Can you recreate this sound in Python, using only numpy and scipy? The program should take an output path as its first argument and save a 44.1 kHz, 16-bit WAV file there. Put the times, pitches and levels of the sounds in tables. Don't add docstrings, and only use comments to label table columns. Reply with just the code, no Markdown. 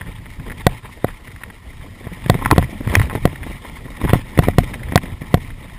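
import sys
import numpy as np
from scipy import signal
from scipy.fft import rfft, irfft
from scipy.io import wavfile
from scipy.ndimage import uniform_filter1d

SR = 44100
rng = np.random.default_rng(int(sys.argv[2]) if len(sys.argv) > 2 else 0)


def output_pcm(signal):
    pcm = np.clip(np.atleast_2d(signal).T, -1, 1) * 32767
    wavfile.write(sys.argv[1], SR, np.round(pcm).astype(np.int16))


def nominal_scale(level):
    x = np.asarray(level, float) / 20
    return 10 ** x


N = 254898


def rms_one(x):
    return x / np.sqrt(np.mean(x ** 2) + 1e-20)


def drift(rate):
    r = np.exp(-40 * np.pi * rate / SR)
    white = rng.standard_normal(N // 20 + 4002)
    slow = signal.lfilter([1], [1, -2 * r, r * r], white)[4000:]
    return np.interp(np.arange(N) / 20, np.arange(len(slow)), rms_one(slow))


def clicks_at(times, heights):
    clicks = np.zeros(N)
    clicks[(np.asarray(times) * SR).astype(int)] = heights
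    return clicks


def die_away(kicks, t60, smooth):
    tail = signal.lfilter([1], [1, -nominal_scale(-60 / (t60 * SR))], kicks + 1e-18)
    return uniform_filter1d(tail, size=smooth)


def ring(x, hz, t60):
    r, w = nominal_scale(-60 / (t60 * SR)), 2 * np.pi * hz / SR
    return signal.lfilter([0, np.sin(w)], [1, -2 * r * np.cos(w), r * r], x + 1e-18)


def strike(times, heights, modes, contact_hz):
    soft = np.exp(-2 * np.pi * contact_hz / SR)
    clicks = clicks_at(times, heights) + 1e-18
    clicks = signal.lfilter([(1 - soft) ** 2], [1, -2 * soft, soft * soft], clicks)
    return sum(nominal_scale(level_db) * sign * ring(clicks, hz, t60) for hz, level_db, t60, sign in modes)


def lumpy(spectrum, low_hz, count, lump_db, lump_rate):
    out, shared, white = 0, drift(lump_rate), rng.standard_normal((2, N))
    hz, level = np.transpose(spectrum)
    for k in range(count):
        low = low_hz * 2 ** (k / 2)
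        band_filter = signal.butter(2, [low, low * np.sqrt(2)], "band", fs=SR, output="sos")
        band = signal.sosfilt(band_filter, white[k % 2])
        level_db = np.interp(np.log(low * 1.128), np.log(hz), level)
        swell_db = lump_db * (shared + .5 * drift(lump_rate))
        out = out + band * nominal_scale(level_db + swell_db)
    return rms_one(out)


# start_s, length_s, level_db
GROUND_PATCHES = [(0.069, 0.025, 4), (0.35, 0.053, -3), (.46, 0.028, 6), (0.57, 0.051, 5),
                  (0.69, 0.092, 5.5), (0.803, 0.036, -6.5), (0.825, 0.044, 6), (0.905, .12, -1.5),
                  (1.068, 0.043, 9.5), (1.59, 0.032, -6), (1.816, 0.054, 3), (2.651, .19, -4.5),
                  (2.895, 0.18, 6), (3.186, 0.035, -6), (3.369, 0.038, -4.5), (3.563, 0.075, -4.5),
                  (3.7, .2, -4), (4.002, 0.192, 5), (4.222, 0.13, -5), (4.52, 0.076, -7),
                  (4.595, 0.038, -7.5), (4.644, 0.1, -3), (1.984, 0.143, 3.5), (4.76, 0.084, -3),
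                  (4.994, 0.019, -8), (5.029, 0.038, 3), (5.143, 0.065, -6.5), (5.522, 0.057, -5.5)]


def patches():
    t, edge_s = np.arange(N) / SR, 0.0074
    change_db = np.zeros(N)
    for start, length, db in GROUND_PATCHES:
        inside = np.minimum(t - start, start + length - t)
        change_db += db * np.clip(inside / edge_s + .5, 0, 1)
    return change_db


# time_s, tyre_load_db (rumble), gravel_looseness_db (grit)
TRAIL = [(0.0, -33, -44), (0.32, -37, -49), (0.61, -33, -46), (0.85, -43, -48), (1.8, -39, -49.5),
         (2.04, -41.5, -49.5), (2.3, -33.5, -40.5), (2.45, -28, -37.5), (2.74, -30.5, -37.5),
         (3.09, -27.5, -44), (3.2, -28, -41.5), (3.64, -38, -42.5), (3.94, -31.5, -44.5), (4.3, -32.5, -40),
         (4.49, -25.5, -36.5), (4.89, -33.5, -43), (5.09, -29.5, -43.5), (5.78, -37.5, -48)]


def trail():
    s, load, gravel = np.transpose(TRAIL)
    t, patch_db = np.arange(N) / SR, patches()
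    return np.interp(t, s, load) + 0.55 * patch_db, np.interp(t, s, gravel) + patch_db


# pitch_hz, level_db (per Hz)
RUMBLE_SPECTRUM = [(12, -29), (20, 6), (43, -4.5), (102, -6.5), (205, -18.5), (250, -17), (320, -40),
                   (550, -120)]


def rumble(load_db):
    thud_db = np.array(CASE_KNOCKS)[:, 2]
    bounce = after_knock(nominal_scale(thud_db - 17), delay_s=0.0033, t60=0.22)
    level = np.hypot(nominal_scale(load_db + 4), bounce)
    return level * lumpy(RUMBLE_SPECTRUM, 22.84, count=7, lump_db=2.5, lump_rate=10.2)


# pitch_hz, level_db (per Hz)
SHUDDER_SPECTRUM = [(120, -32), (200, 0.5), (239, -3.5), (410, -9), (471, -6), (750, -15.5), (980, -41),
                    (1650, -120)]


def shudder(load_db, gravel_db):
    level_db = -43.5 + 0.36 * (load_db - load_db.mean()) + 0.48 * (gravel_db - gravel_db.mean())
    return nominal_scale(level_db) * lumpy(SHUDDER_SPECTRUM, 191.2, count=4, lump_db=3.5, lump_rate=14)


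# pitch_hz, width_hz, level_db
CASE_RESONANCES = [(855, 62, 3), (1033, 138, 3), (1360, 115, -4), (1792, 314, 5), (2036, 600, 7),
                   (2394, 390, 1.5), (2810, 980, -4.5), (3370, 840, -3), (3705, 183, -2.5),
                   (4450, 510, -28), (5030, 260, -15)]


def grit(per_s, spread_db, clump_db, hiss):
    sizes = nominal_scale(spread_db * np.minimum(rng.exponential(1, (2, N)), 5)) * rng.choice([-1, 1], (2, N))
    clumps = nominal_scale(clump_db * (0.073 * drift(42) + drift(32)))
    hits = rng.random((2, N)) < per_s / SR
    grains = (rms_one(sizes * hits) + hiss * rng.standard_normal((2, N))) * clumps
    out = 0
    for k, (hz, width, level_db) in enumerate(CASE_RESONANCES):
        r = np.exp(-np.pi * width / SR)
        poles = [1, -2 * r * np.cos(2 * np.pi * hz / SR), r * r]
        peak = signal.lfilter([1 - r * r, 0, r * r - 1], poles, grains[k // 3 % 2])
        out = out + (-1) ** k * nominal_scale(level_db + 1.66 * drift(19.6)) * peak
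    return rms_one(out)


def stones(gravel_db):
    hush_db = -4 * after_knock(0.9, delay_s=0.0081, t60=0.028 * np.log(1000))
    shaken = np.hypot(nominal_scale(gravel_db + 2.5 + hush_db), aftershake(t60=0.025, share_db=-10))
    return shaken * grit(1500, spread_db=3.5, clump_db=1.66, hiss=0.74)


def haze(level_db, top_db):
    white = rng.standard_normal((2, N))
    body = signal.sosfilt(signal.butter(1, [700, 3000], "band", fs=SR, output="sos"), white[0])
    top = signal.sosfilt(signal.butter(2, [4000, 5600], "band", fs=SR, output="sos"), white[1])
    return nominal_scale(level_db) * rms_one(body) + nominal_scale(top_db) * rms_one(top)


# start_s, level_db
CHAIN_TICKS = [(.011, -26), (.061, -35), (.258, -31.5), (.398, -32.5), (.499, -25.5), (.517, -26.5),
               (1.273, -31), (1.362, -29), (1.435, -23), (1.501, -31), (1.733, -38), (1.812, -37),
               (2.221, -33.5), (2.477, -25), (2.946, -20), (3.159, -24), (3.358, -26), (3.431, -24),
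               (4.535, -31), (4.697, -33), (4.736, -26), (4.741, -21), (4.832, -25.5), (4.886, -29),
               (5.056, -28), (5.504, -30.5), (5.698, -32)]
# start_s, level_db
CHEST_THUMPS = [(.463, -22.5), (.48, -22.5), (2.008, -31), (2.069, -17.5), (2.117, -24), (2.351, -11),
                (2.591, -8), (2.693, -28), (2.728, -27), (2.807, -17), (2.927, -15), (2.903, -18),
                (2.939, -9), (2.967, -8), (3.036, -20.5), (3.067, -24), (3.129, -17.5), (3.171, -21.5),
                (3.33, -21.5), (3.465, -19.5), (3.5, -26), (3.51, -20), (3.856, -23), (4.189, -24),
                (4.472, -13), (4.635, -21), (4.934, -15.5), (5.036, -20), (5.218, -21), (5.373, -18)]
# start_s, level_db
LATCH_CLACKS = [(.849, -35), (.891, -34.5), (1.413, -37), (2.39, -30), (2.413, -27), (2.421, -19.5),
                (2.505, -14.5), (3.649, -26.5), (3.698, -35.5), (3.767, -32.5), (3.882, -32), (3.951, -34),
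                (4.076, -21), (4.144, -15), (5.307, -34.5)]
# start_s, dull_db, hollow_db, bright_db
MOUNT_SLAPS = [(1.083, -30, -26.5, -28.5), (2.261, -13.5, -30, -22), (2.343, -13, -29, -20),
               (2.45, -29, -36, -16), (2.459, -9, -4, -8), (2.512, -11, 3, 0), (2.522, -2, -12.5, -34),
               (2.562, -12, -22, -21), (2.626, -15.5, -20, -20.5), (2.874, -10.5, -20, -21),
               (2.953, -12, -6, 9.5), (2.997, -11.5, -16.5, -17), (3.016, -28, -17.5, -13.5),
               (3.098, -24, -23, -20.5), (3.11, -26, -22.5, -25.5), (3.152, -6, -22.5, -23),
               (3.275, -16, -39, -26), (4.014, -19, -26, -31), (4.041, -8, -22, -25.5),
               (4.05, -10, -36, -20), (4.087, -25, -19, -26), (4.094, -13.5, -23, -15.5),
               (4.103, -20, -23, -17), (4.156, -10, -37, -26), (4.376, -5.5, -28, -19),
               (4.424, -16, -27, -22), (4.435, -35, -17, -19), (4.449, -23, -31, -25),
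               (4.922, -13.5, -44, -21), (4.977, -10.5, -15, -4.5)]


def all_taps():
    mixes = ((CHEST_THUMPS, (0.1, -18, -15.5)), (LATCH_CLACKS, (-5, 0.1, -8)), (CHAIN_TICKS, (-8.5, -11.5, 0.1)))
    parts = [np.array(rows)[:, [0, 1, 1, 1]] + [0, *mix] for rows, mix in mixes]
    s, dull, hollow, bright = np.vstack([MOUNT_SLAPS, *parts]).T
    force_db = 3 + 0.13 * dull + 0.77 * bright
    return s, force_db, dull, hollow, bright


# pitch_hz, level_db, t60_s
TAP_VOICES = [
    [(287, 3, 0.0084), (530, -2, 0.0064)],
    [(1036, -3, 0.02), (916, -3, 0.013), (1288, -4.5, 0.012)],
    [(1938, 3.5, 0.0057), (2445, -12.5, 0.014), (3280, -22.5, 0.018)],
]
# pitch_hz, level_db, t60_s, sign
TAP_EDGE = [(4400, -13.5, 0.0026, 0.78), (5300, -15, 0.0027, -1)]


def taps():
    s, force_db, *voices = all_taps()
    chance, bounce, out = rng.standard_normal((len(s), 21)), rng.random((len(s), 2)), 0
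    loose = np.clip(-(force_db + 6) / 16, .03, 1)
    for v, (level, modes) in enumerate(zip(voices, TAP_VOICES)):
        sign = np.sign(chance[:, 9 + v]) if v else -1
        for k, (hz, mode_db, t60) in enumerate(modes):
            height = nominal_scale(level + 2.5 + mode_db + 0.54 * chance[:, 3 * v + k])
            clicks = clicks_at(s, height * sign)
            for b in range(2):
                late = ((s + 0.001006 + .007 * bounce[:, b]) * SR).astype(int)
                clicks[late] += 0.63 * height * loose * chance[:, 12 + (3 * v + k + 4 * b) % 9]
            if v == 0:
                clicks = signal.lfilter(*signal.butter(1, 1210, fs=SR), clicks + 1e-18)
            even = 2 * np.e * np.log(1000) / (t60 * 1.112 * SR)
            out = out + even * ring(ring(clicks, hz, t60 * 0.64), hz, t60 * 0.64)
    return out + strike(s, nominal_scale(voices[2]), TAP_EDGE, 9000)


# start_s, peak_db, pitch_hz
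ROOT_JOLTS = [(0.395, -23.5, 136), (1.662, -33, 60), (2.122, -25, 176), (2.259, -19, 131),
              (2.352, -17.5, 172), (2.461, -13.5, 111), (2.51, -12.5, 133), (2.534, -17, 76.5),
              (2.608, -16, 110), (2.639, -16.5, 125), (2.804, -21, 250), (2.866, -12.5, 111),
              (2.894, -16.5, 61.9), (2.964, -7, 94), (2.979, -9, 94), (3.003, -9, 126), (3.032, -15.5, 70),
              (3.151, -16.5, 151), (3.486, -24.5, 66.5), (3.851, -27.5, 136), (4.032, -16.5, 63),
              (4.049, -17, 147), (4.09, -13.5, 95), (4.154, -14.5, 129), (4.169, -19.5, 103),
              (4.375, -20, 157), (4.429, -15.5, 98), (4.842, -24, 62.4), (5.047, -28, 61.9),
              (5.213, -22, 129)]


def jolts():
    out, t = np.zeros(N), np.arange(SR // 10) / SR
    for (s, peak_db, hz), sign in zip(ROOT_JOLTS, rng.choice([-1, 1], len(ROOT_JOLTS))):
        swell = t * hz * 1.7 * np.exp(1 - t * hz * 1.364)
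        i = int(s * SR)
        out[i:i + len(t)] += sign * nominal_scale(peak_db) * swell * np.sin(2 * np.pi * hz * t)
    return out


# start_s, blow_db, thud_db, ring_db, crack_db
CASE_KNOCKS = [(0.6663, 16, -0.5, 2.5, 5), (1.0441, 0, -9, -10.5, -18.5), (2.2974, 12.5, 3, 1, 4),
               (2.5799, 9.5, 3.5, 0, -2), (3.2534, 7.5, 2, -3, -6), (4.1328, 8, 3.5, -2.5, -8),
               (4.3893, 10, 5, -0.5, -6), (4.4842, 2.5, -4, -7.5, -15), (4.5834, 11, 6.5, 1, -1.5),
               (4.9567, 14.5, 4, 4, 8), (5.3416, 9, 3.5, -0.5, -2)]
# pitch_hz, level_db, t60_s, sign
THUD_MODES = [(88, 3.6, .033, 1), (170, -14, .08, -1)]
BLOW_MODES = [(328, 15.6, .003, -1), (604, 4.7, .0104, 1), (1160, -6, .006, 1),
              (1474, -12.5, 0.018, -0.39), (1938, -14.5, 0.017, 1), (3404, -23, 0.012, 0.5)]
WALL_MODES = [(711, -2.4, .034, 1)]
CRACK_MODES = [(940, 13, 0.0015, -0.93), (1600, 0.5, 0.011, 0.2), (3780, -2.5, 0.0047, -1.08)]


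def knocks():
    s, blow, thud, wall, crack = np.transpose(CASE_KNOCKS)
    rebound_s, rattle_s = .00136, .0020
    body = strike(s, nominal_scale(blow), BLOW_MODES, 6000) + strike(s, nominal_scale(thud), THUD_MODES, 6000)
    lift_off = strike(s + rebound_s, nominal_scale(wall), WALL_MODES, 6000)
    return body + lift_off + strike(s + rattle_s, nominal_scale(crack), CRACK_MODES, 6000)


def after_knock(levels, delay_s, t60):
    return die_away(clicks_at(np.array(CASE_KNOCKS)[:, 0] + delay_s, levels), t60, smooth=200)


def aftershake(t60, share_db):
    s, force_db = all_taps()[:2]
    kicks = clicks_at(s, nominal_scale(np.minimum(force_db, -8) + share_db))
    knock_s, _, thud_db = np.array(CASE_KNOCKS)[:, :3].T
    kicks[(knock_s * SR).astype(int) + 150] = nominal_scale(thud_db - 29.5)
    return die_away(kicks, t60, smooth=130)


def scene():
    load_db, gravel_db = trail()
    riding = rumble(load_db) + shudder(load_db, gravel_db) + stones(gravel_db)
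    riding = riding + haze(level_db=-56.5, top_db=-67.5)
    return np.tile(riding + taps() + jolts() + knocks(), (2, 1))


def top_gate(x, low_hz, high_hz, open_db, size):
    spectrum, hz = rfft(x), np.fft.rfftfreq(N, 1 / SR)
    band = irfft(spectrum * ((hz > low_hz) & (hz < high_hz)), N)
    frames = np.pad(band, (0, -N % size)).reshape(-1, size)
    quiet = np.sqrt(np.mean(frames ** 2, axis=1)) < nominal_scale(open_db)
    shut = np.repeat(quiet, size)[:N]
    return x - band * uniform_filter1d(shut * 1., size=size // 4)


def roll_off(x):
    return signal.sosfilt(signal.butter(12, 15950, fs=SR, output="sos"), x)


def record(dry):
    capsule = signal.sosfilt(signal.butter(1, 36, "high", fs=SR, output="sos"), dry[0])
    slow = np.clip(signal.resample_poly(capsule, 40, 147), -1, 1)
    held = signal.resample_poly(np.repeat(slow, 4), 147, 160)[:N]
    held = np.pad(held, (0, N - len(held)))
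    held = top_gate(held, 14400, 15300, open_db=-65.5, size=940)
    held = top_gate(held, 16100, 23000, open_db=-30, size=64)
    held = top_gate(held, 15060, 23000, open_db=-30, size=118)
    unlike = held * nominal_scale(-33) * drift(300)
    return roll_off(np.clip(held + unlike * [[1], [-1]], -1, 1))


dry = scene()
out = record(dry)
output_pcm(out)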